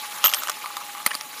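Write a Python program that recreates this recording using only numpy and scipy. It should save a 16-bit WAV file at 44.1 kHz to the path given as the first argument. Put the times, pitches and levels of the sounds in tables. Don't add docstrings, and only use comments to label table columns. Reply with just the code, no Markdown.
import sys
import numpy as np
from scipy import signal
from scipy.io import wavfile
from scipy.ndimage import uniform_filter1d

SR = 44100
rng = np.random.default_rng(int(sys.argv[2]) if len(sys.argv) > 2 else 0)


def makeup_ratio(level_db):
    decades = np.asarray(level_db, float) / 20
    return 10 ** decades


def wav_record(signal):
    frames = np.transpose(np.atleast_2d(signal))
    bounded = np.clip(frames, -1, 1)
    quanta = np.round(bounded * 32767).astype(np.int16)
    wavfile.write(sys.argv[1], SR, quanta)


N = 61739
BAND_EDGE_HZ = 15300

# (frequency [Hz], level [dB])
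TRAY_WALLS = [(1500, 0), (2100, 2.5), (2900, -2.5), (3750, -6), (4550, -1), (5150, -11.5), (5900, -7),
              (7200, -21)]
# (frequency [Hz], level [dB])
FIRST_RIM = [(7500, -1), (8600, 1.5), (9500, -0.5), (11500, -6), (12700, 0), (14000, -10), (14800, -2.5),
             (15600, -15)]


def evened(x):
    return x / np.sqrt(np.mean(x ** 2) + 1e-20)


def add(mix, start_s, sound):
    part = mix[round(start_s * SR):][:len(sound)]
    part += sound[:len(part)]


def ring(x, hz, width_hz):
    r = np.exp(-np.pi * width_hz / SR)
    feedback = [1, -2 * r * np.cos(2 * np.pi * hz / SR), r * r]
    return signal.lfilter([(1 - r * r) / 2, 0, (r * r - 1) / 2], feedback, x)


def struck(modes, detune, rise_s, size, spread=0.23):
    t = np.arange(size) / SR
    out = np.zeros(size)
    for hz, db, t60 in modes:
        pitch, phase = rng.random(2)
        turns = hz * (1 + detune * (2 * pitch - 1)) * t + spread * phase
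        out += makeup_ratio(db - 60 * t / abs(t60)) * np.sin(2 * np.pi * turns)
    out = out * (1 - np.exp(-t / rise_s))
    return out / abs(out).max()


def many(outline, t60, spot_hz):
    f, db = np.transpose(outline)
    draw = rng.random((40, 3))
    hz = f[0] + (f[-1] - f[0]) * (np.arange(40) + draw[:, 0]) / 40
    level = np.interp(hz, f, db) + 8.5 * np.exp(-((hz - spot_hz) / (0.046 * hz)) ** 2)
    ring_s = t60 * makeup_ratio(0.13 * (level - level.max()) + 2.0) * (0.65 + 0.26 * draw[:, 2])
    return np.transpose([hz, level - 4 * draw[:, 1], ring_s])


def contacts(touches, walls, rim, box, box_rise_s):
    wall_t60, rim_t60, rise_s = 0.014, 0.013, 0.00053
    out = np.zeros(N)
    for s, wall_db, box_db, tick_db, spot_hz in touches:
        wall_modes = many(walls, wall_t60 * max(1 + 0.01 * wall_db, .4), spot_hz)
        tilt_db_per_octave = 0.28 * (tick_db - wall_db + 18.5)
        wall_modes[:, 1] += tilt_db_per_octave * np.log2(wall_modes[:, 0] / 3000)
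        clack = makeup_ratio(wall_db) * struck(wall_modes, 0, rise_s, size=2500)
        knock = makeup_ratio(box_db) * struck(box, 0.031, box_rise_s, size=2500)
        tick = makeup_ratio(tick_db) * struck(many(rim, rim_t60, spot_hz), 0, rise_s, size=2500)
        add(out, s, clack + knock + tick)
    return signal.sosfilt(signal.butter(3, 480, "high", fs=SR, output="sos"), out)


def room(x):
    level_db, t60 = -19, 0.025
    t = np.arange(8000) / SR
    dull_noise = signal.lfilter([1], [1, -.5], rng.standard_normal(len(t)))
    tail = dull_noise * makeup_ratio(-60 * t / t60) * (t > .003)
    return makeup_ratio(level_db) * signal.fftconvolve(x, tail / np.linalg.norm(tail))[:N]


def patchy_hiss():
    # (frequency [Hz], density [dB per Hz])
    hiss_colour = [(60, -65), (130, -19), (220, -12.5), (450, -13.5), (800, -7), (3000, -5), (8000, -13),
                   (15000, -10.5)]
    frames, bins = N // 128 + 6, np.fft.rfftfreq(512, 1 / SR)
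    real, imag, patches = rng.standard_normal((3, 257, frames))
    patches = uniform_filter1d(patches, size=6, axis=1)
    patches = evened(uniform_filter1d(patches, size=16, axis=0))
    f, db = np.transpose(hiss_colour)
    colour_db = np.interp(np.log(bins + 1), np.log(f + 1), db)[:, None]
    patch_db = 3 * patches * np.clip(bins / 900, .3, 1)[:, None]
    spectrum = (real + 1j * imag) * makeup_ratio(colour_db + patch_db)
    return evened(signal.istft(spectrum, nperseg=512, noverlap=384)[1][:N])


def gear_chatter():
    # (frequency [Hz], width [Hz], level [dB])
    casing = [(1143, 156, -3), (2200, 310, -9.5), (2830, 190, -24), (3980, 490, -7.5), (6900, 600, -8),
              (9900, 320, -8), (12900, 340, -17)]
    teeth_per_s, spread_db, whir = 930, 3.5, 0.41
    chance, force, side = rng.random((3, N))
    taps = (chance < teeth_per_s / SR) * makeup_ratio(-spread_db * np.log(force + 0.0035)) * np.sign(side - .5)
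    teeth = evened(taps) + whir * rng.standard_normal(N)
    out = np.zeros(N)
    for hz, width_hz, db in casing:
        out += makeup_ratio(db) * evened(ring(ring(teeth, hz, width_hz), hz, 2 * width_hz))
    return evened(out)


def motor_whine(level_db):
    # (time [s], whine pitch [Hz])
    motor_speed = [(0.0, 853.6), (0.07, 828.1), (0.206, 852.5), (0.244, 799.5), (0.31, 847.3),
                   (0.346, 799.3), (0.376, 846.6), (0.45, 826.6), (0.498, 860.5), (0.716, 833.5),
                   (0.762, 810.2), (0.868, 834.3), (0.96, 810.6), (1.062, 864.5), (1.078, 837.4),
                   (1.222, 857.5), (1.28, 831.2), (1.4, 853.8)]
    waver_hz, flutter_db, octave_db = 5.3, 2.5, -19
    slow_noise = uniform_filter1d(rng.standard_normal(N), size=500)
    waver = evened(uniform_filter1d(slow_noise, size=500))
    hz = np.interp(np.arange(N) / SR, *np.transpose(motor_speed)) + waver_hz * waver
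    turn = 2 * np.pi * np.cumsum(hz) / SR
    flutter = flutter_db * np.roll(waver, N // 3)
    return makeup_ratio(level_db + 5.5 + flutter) * (np.sin(turn) + makeup_ratio(octave_db) * np.sin(2 * turn))


def machine():
    # (time [s], whine level [dB], gear and hiss level [dB])
    motor_load = [
        (0, -46.5, -35),
        (.2, -46, -35),
        (.42, -51, -34.5),
        (.55, -50, -37.5),
        (.7, -47, -38),
        (1.0, -47.5, -37.5),
        (1.2, -50.5, -39),
        (1.27, -51.5, -39.5),
        (1.4, -50.5, -36.5),
    ]
    s, whine_db, load_db = np.transpose(motor_load)
    t = np.arange(N) / SR
    hiss = patchy_hiss()
    hum = signal.sosfiltfilt(signal.butter(2, 600, fs=SR, output="sos"), hiss)
    running_noise = makeup_ratio(-6) * gear_chatter() + hiss - hum
    whine = motor_whine(np.interp(t, s, whine_db))
    out = whine + makeup_ratio(-36.5) * hum + makeup_ratio(np.interp(t, s, load_db)) * running_noise
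    return signal.oaconvolve(out, signal.firwin(511, BAND_EDGE_HZ - 100, fs=SR), "same")


def pusher():
    # (time [s], brick walls [dB], hollow box [dB], rim tick [dB], favoured wall pitch [Hz])
    knocks = [(.570, -37, -32, -38, 3000), (.637, -52, -31, -43, 2200), (.642, -54, -23, -36, 2200),
              (.659, -18.5, -23, -30, 2200), (.703, -50, -27.5, -48, 3000), (.768, -15.5, -21, -22, 3680),
              (.810, -37, -27.5, -36, 2400), (.817, -49, -28.5, -42, 2500), (.950, -27.5, -26, -35, 2200),
              (.972, -38, -32.5, -47, 2400), (1.000, -28.5, -30, -54, 2400)]
    # (frequency [Hz], level [dB], t60 [s])
    push_box = [(1030, 0.5, 0.028), (1179, 2, 0.04), (1275, -6.5, 0.042)]
    return contacts(knocks, TRAY_WALLS, FIRST_RIM, push_box, 0.0012)


def thumps():
    # (time [s], frequency [Hz], level [dB])
    jolts = [
        (0.2418, 196, -25),
        (1.062, 240, -21),
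        (1.149, 270, -28.5),
        (1.262, 255, -37.5),
    ]
    out, t = np.zeros(N), np.arange(4000) / SR
    for s, hz, db in jolts:
        decay = makeup_ratio(db - 60 * t / 0.025)
        add(out, s, decay * np.sin(2 * np.pi * hz * t) * np.minimum(t / 0.0047, 1))
    return out


def flights():
    # (start [s], length [s], frequency [Hz], level [dB], t60 [s], negative swells)
    songs = [
        (.285, .048, 12862, -31, .5),
        (.346, .061, 12762, -34.5, -.8),
        (.438, .034, 12768, -42, .5),
        (1.076, .101, 9452, -41.5, 8.0),
        (1.213, .06, 9420, -49, .6),
    ]
    out = np.zeros(N)
    for s, length, hz, db, t60 in songs:
        t = np.arange(0, length, 1 / SR)
        fade = np.clip(np.minimum(t / .003, (length - t) / .004), 0, 1)
        wobble = makeup_ratio(1.2 * np.sin(2 * np.pi * 31 * t))
        add(out, s, fade * wobble * makeup_ratio(db + 2.0 - 60 * t / t60) * np.sin(2 * np.pi * hz * t))
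    return out


def clinks():
    # (time [s], level [dB], favoured pitch [Hz])
    touches = [
        (0.2409, -11.5, 12900),
        (0.2462, -6.5, 12900),
        (0.253, -8, 12950),
        (0.255, -12, 13000),
        (0.2603, -8, 13300),
        (0.2647, -16, 12100),
        (0.2691, -8, 12630),
        (0.273, -19, 12300),
        (0.281, -17, 12400),
        (0.298, -30, 13000),
    ]
    # (frequency [Hz], level [dB], t60 [s])
    coin_modes = [(12630, 0, .08), (12705, -4, .05), (12765, 0, .07), (12873, -3, .05), (12988, -3, .05),
                  (13220, -9, .06), (13380, -11, .04), (13680, -10, .05), (13845, -14, .08),
                  (13980, -14, .03), (14450, -16, .08), (15150, -12, .05), (11900, -14, .04)]
    out = np.zeros(N)
    for s, db, spot_hz in touches:
        modes = np.array(coin_modes, float)
        modes[:, 1] += 6 * np.exp(-((modes[:, 0] - spot_hz) / 120) ** 2)
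        add(out, s, makeup_ratio(db) * struck(modes, 0.00021, 0.000057, size=6000, spread=1))
    return out


def coin_contacts():
    # (time [s], brick walls [dB], hollow box [dB], rim tick [dB], favoured wall or rim pitch [Hz])
    first_coin = [(.2412, -1, -7, -14, 2980), (.2475, -17, -25, -22, 4700), (.252, -10, -15.5, -23, 3870),
                  (.2585, -7.5, -48, -16, 3150), (.2605, -10, -11.5, -20, 6800),
                  (.267, -19, -41, -20, 3230), (.270, -11, -37, -17.5, 3210), (.281, -15, -25, -27, 2900),
                  (.292, -20, -31, -35, 4620), (.2975, -17.5, -24.5, -26, 3430),
                  (.3015, -28, -51, -47, 3370), (.316, -18, -31, -39, 6400), (.3262, -20, -24.5, -35, 6400),
                  (.3278, -21, -20.5, -41, 2920), (.3366, -7, -24, -14, 3000),
                  (.3447, -9.5, -21, -10, 8460), (.3497, -20.5, -22, -36, 3200),
                  (.369, -50, -27.5, -56, 2820), (.386, -21.5, -47, -45, 3370),
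                  (.421, -31, -21.5, -40, 3020), (.4343, -17.5, -19, -19.5, 8100),
                  (.4722, -20, -19.5, -24.5, 2980), (.4832, -15, -28, -39, 6860),
                  (.488, -24, -17, -29, 3980), (.4962, -12, -12.5, -17, 2400), (.4988, -16, -19, -24, 7130),
                  (.5165, -22.5, -30, -35, 5100)]
    # (time [s], brick walls [dB], hollow box [dB], rim tick [dB], favoured wall pitch [Hz])
    second_coin = [(1.0627, -4, -12, -4, 2004), (1.0665, -26, -24, -9.5, 4460),
                   (1.0737, -15, -20.5, -31, 3250), (1.078, -40, -28, -36, 2000),
                   (1.108, -18.5, -21, -40, 2740), (1.1125, -15.5, -19, -45, 2880),
                   (1.1155, -16, -39, -45, 1790), (1.1335, -25, -35, -40, 3500),
                   (1.137, -24, -27, -36, 2340), (1.144, -19, -23.5, -26, 4170),
                   (1.151, -14, -22.5, -20, 4660), (1.210, -18.5, -26, -28, 5470)]
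    # (frequency [Hz], level [dB])
    upper_walls = [(1500, -5), (1950, 3.5), (2350, -6.5), (3130, 2.5), (4000, -5), (5300, -2), (6600, -3),
                   (7500, -12.5)]
    # (frequency [Hz], level [dB])
    second_rim = [(7400, -19), (8060, -0.5), (8600, -6), (9300, 2.5), (10400, -7), (11000, -6), (13000, -1),
                  (15300, -8)]
    # (frequency [Hz], level [dB], t60 [s])
    hollow_box = [(1340, 5, 0.015), (1122, 7.5, 0.0086), (1240, 4, 0.016), (605, -7, 0.037)]
    first = contacts(first_coin, upper_walls, FIRST_RIM, hollow_box, 0.00048)
    return first + contacts(second_coin, TRAY_WALLS, second_rim, hollow_box, 0.00048)


def scene():
    hits = pusher() + thumps() + flights() + clinks() + coin_contacts()
    return (machine() + hits + room(hits))[None]


def top_cut(x):
    return signal.sosfilt(signal.butter(12, 16470, fs=SR, output="sos"), x)


def record(dry):
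    x = signal.sosfilt(signal.butter(5, 120, "high", fs=SR, output="sos"), dry)
    shelf = makeup_ratio(-26)
    main_band = signal.firwin(511, BAND_EDGE_HZ, window=("kaiser", 9), fs=SR)
    shelf_band = signal.firwin(511, 15900, window=("kaiser", 9), fs=SR)
    band_limit = (1 - shelf) * main_band + shelf * shelf_band
    x = signal.oaconvolve(x, band_limit[None], "same")
    return top_cut(np.clip(x, -1, 1))


dry = scene()
out = record(dry)
wav_record(out)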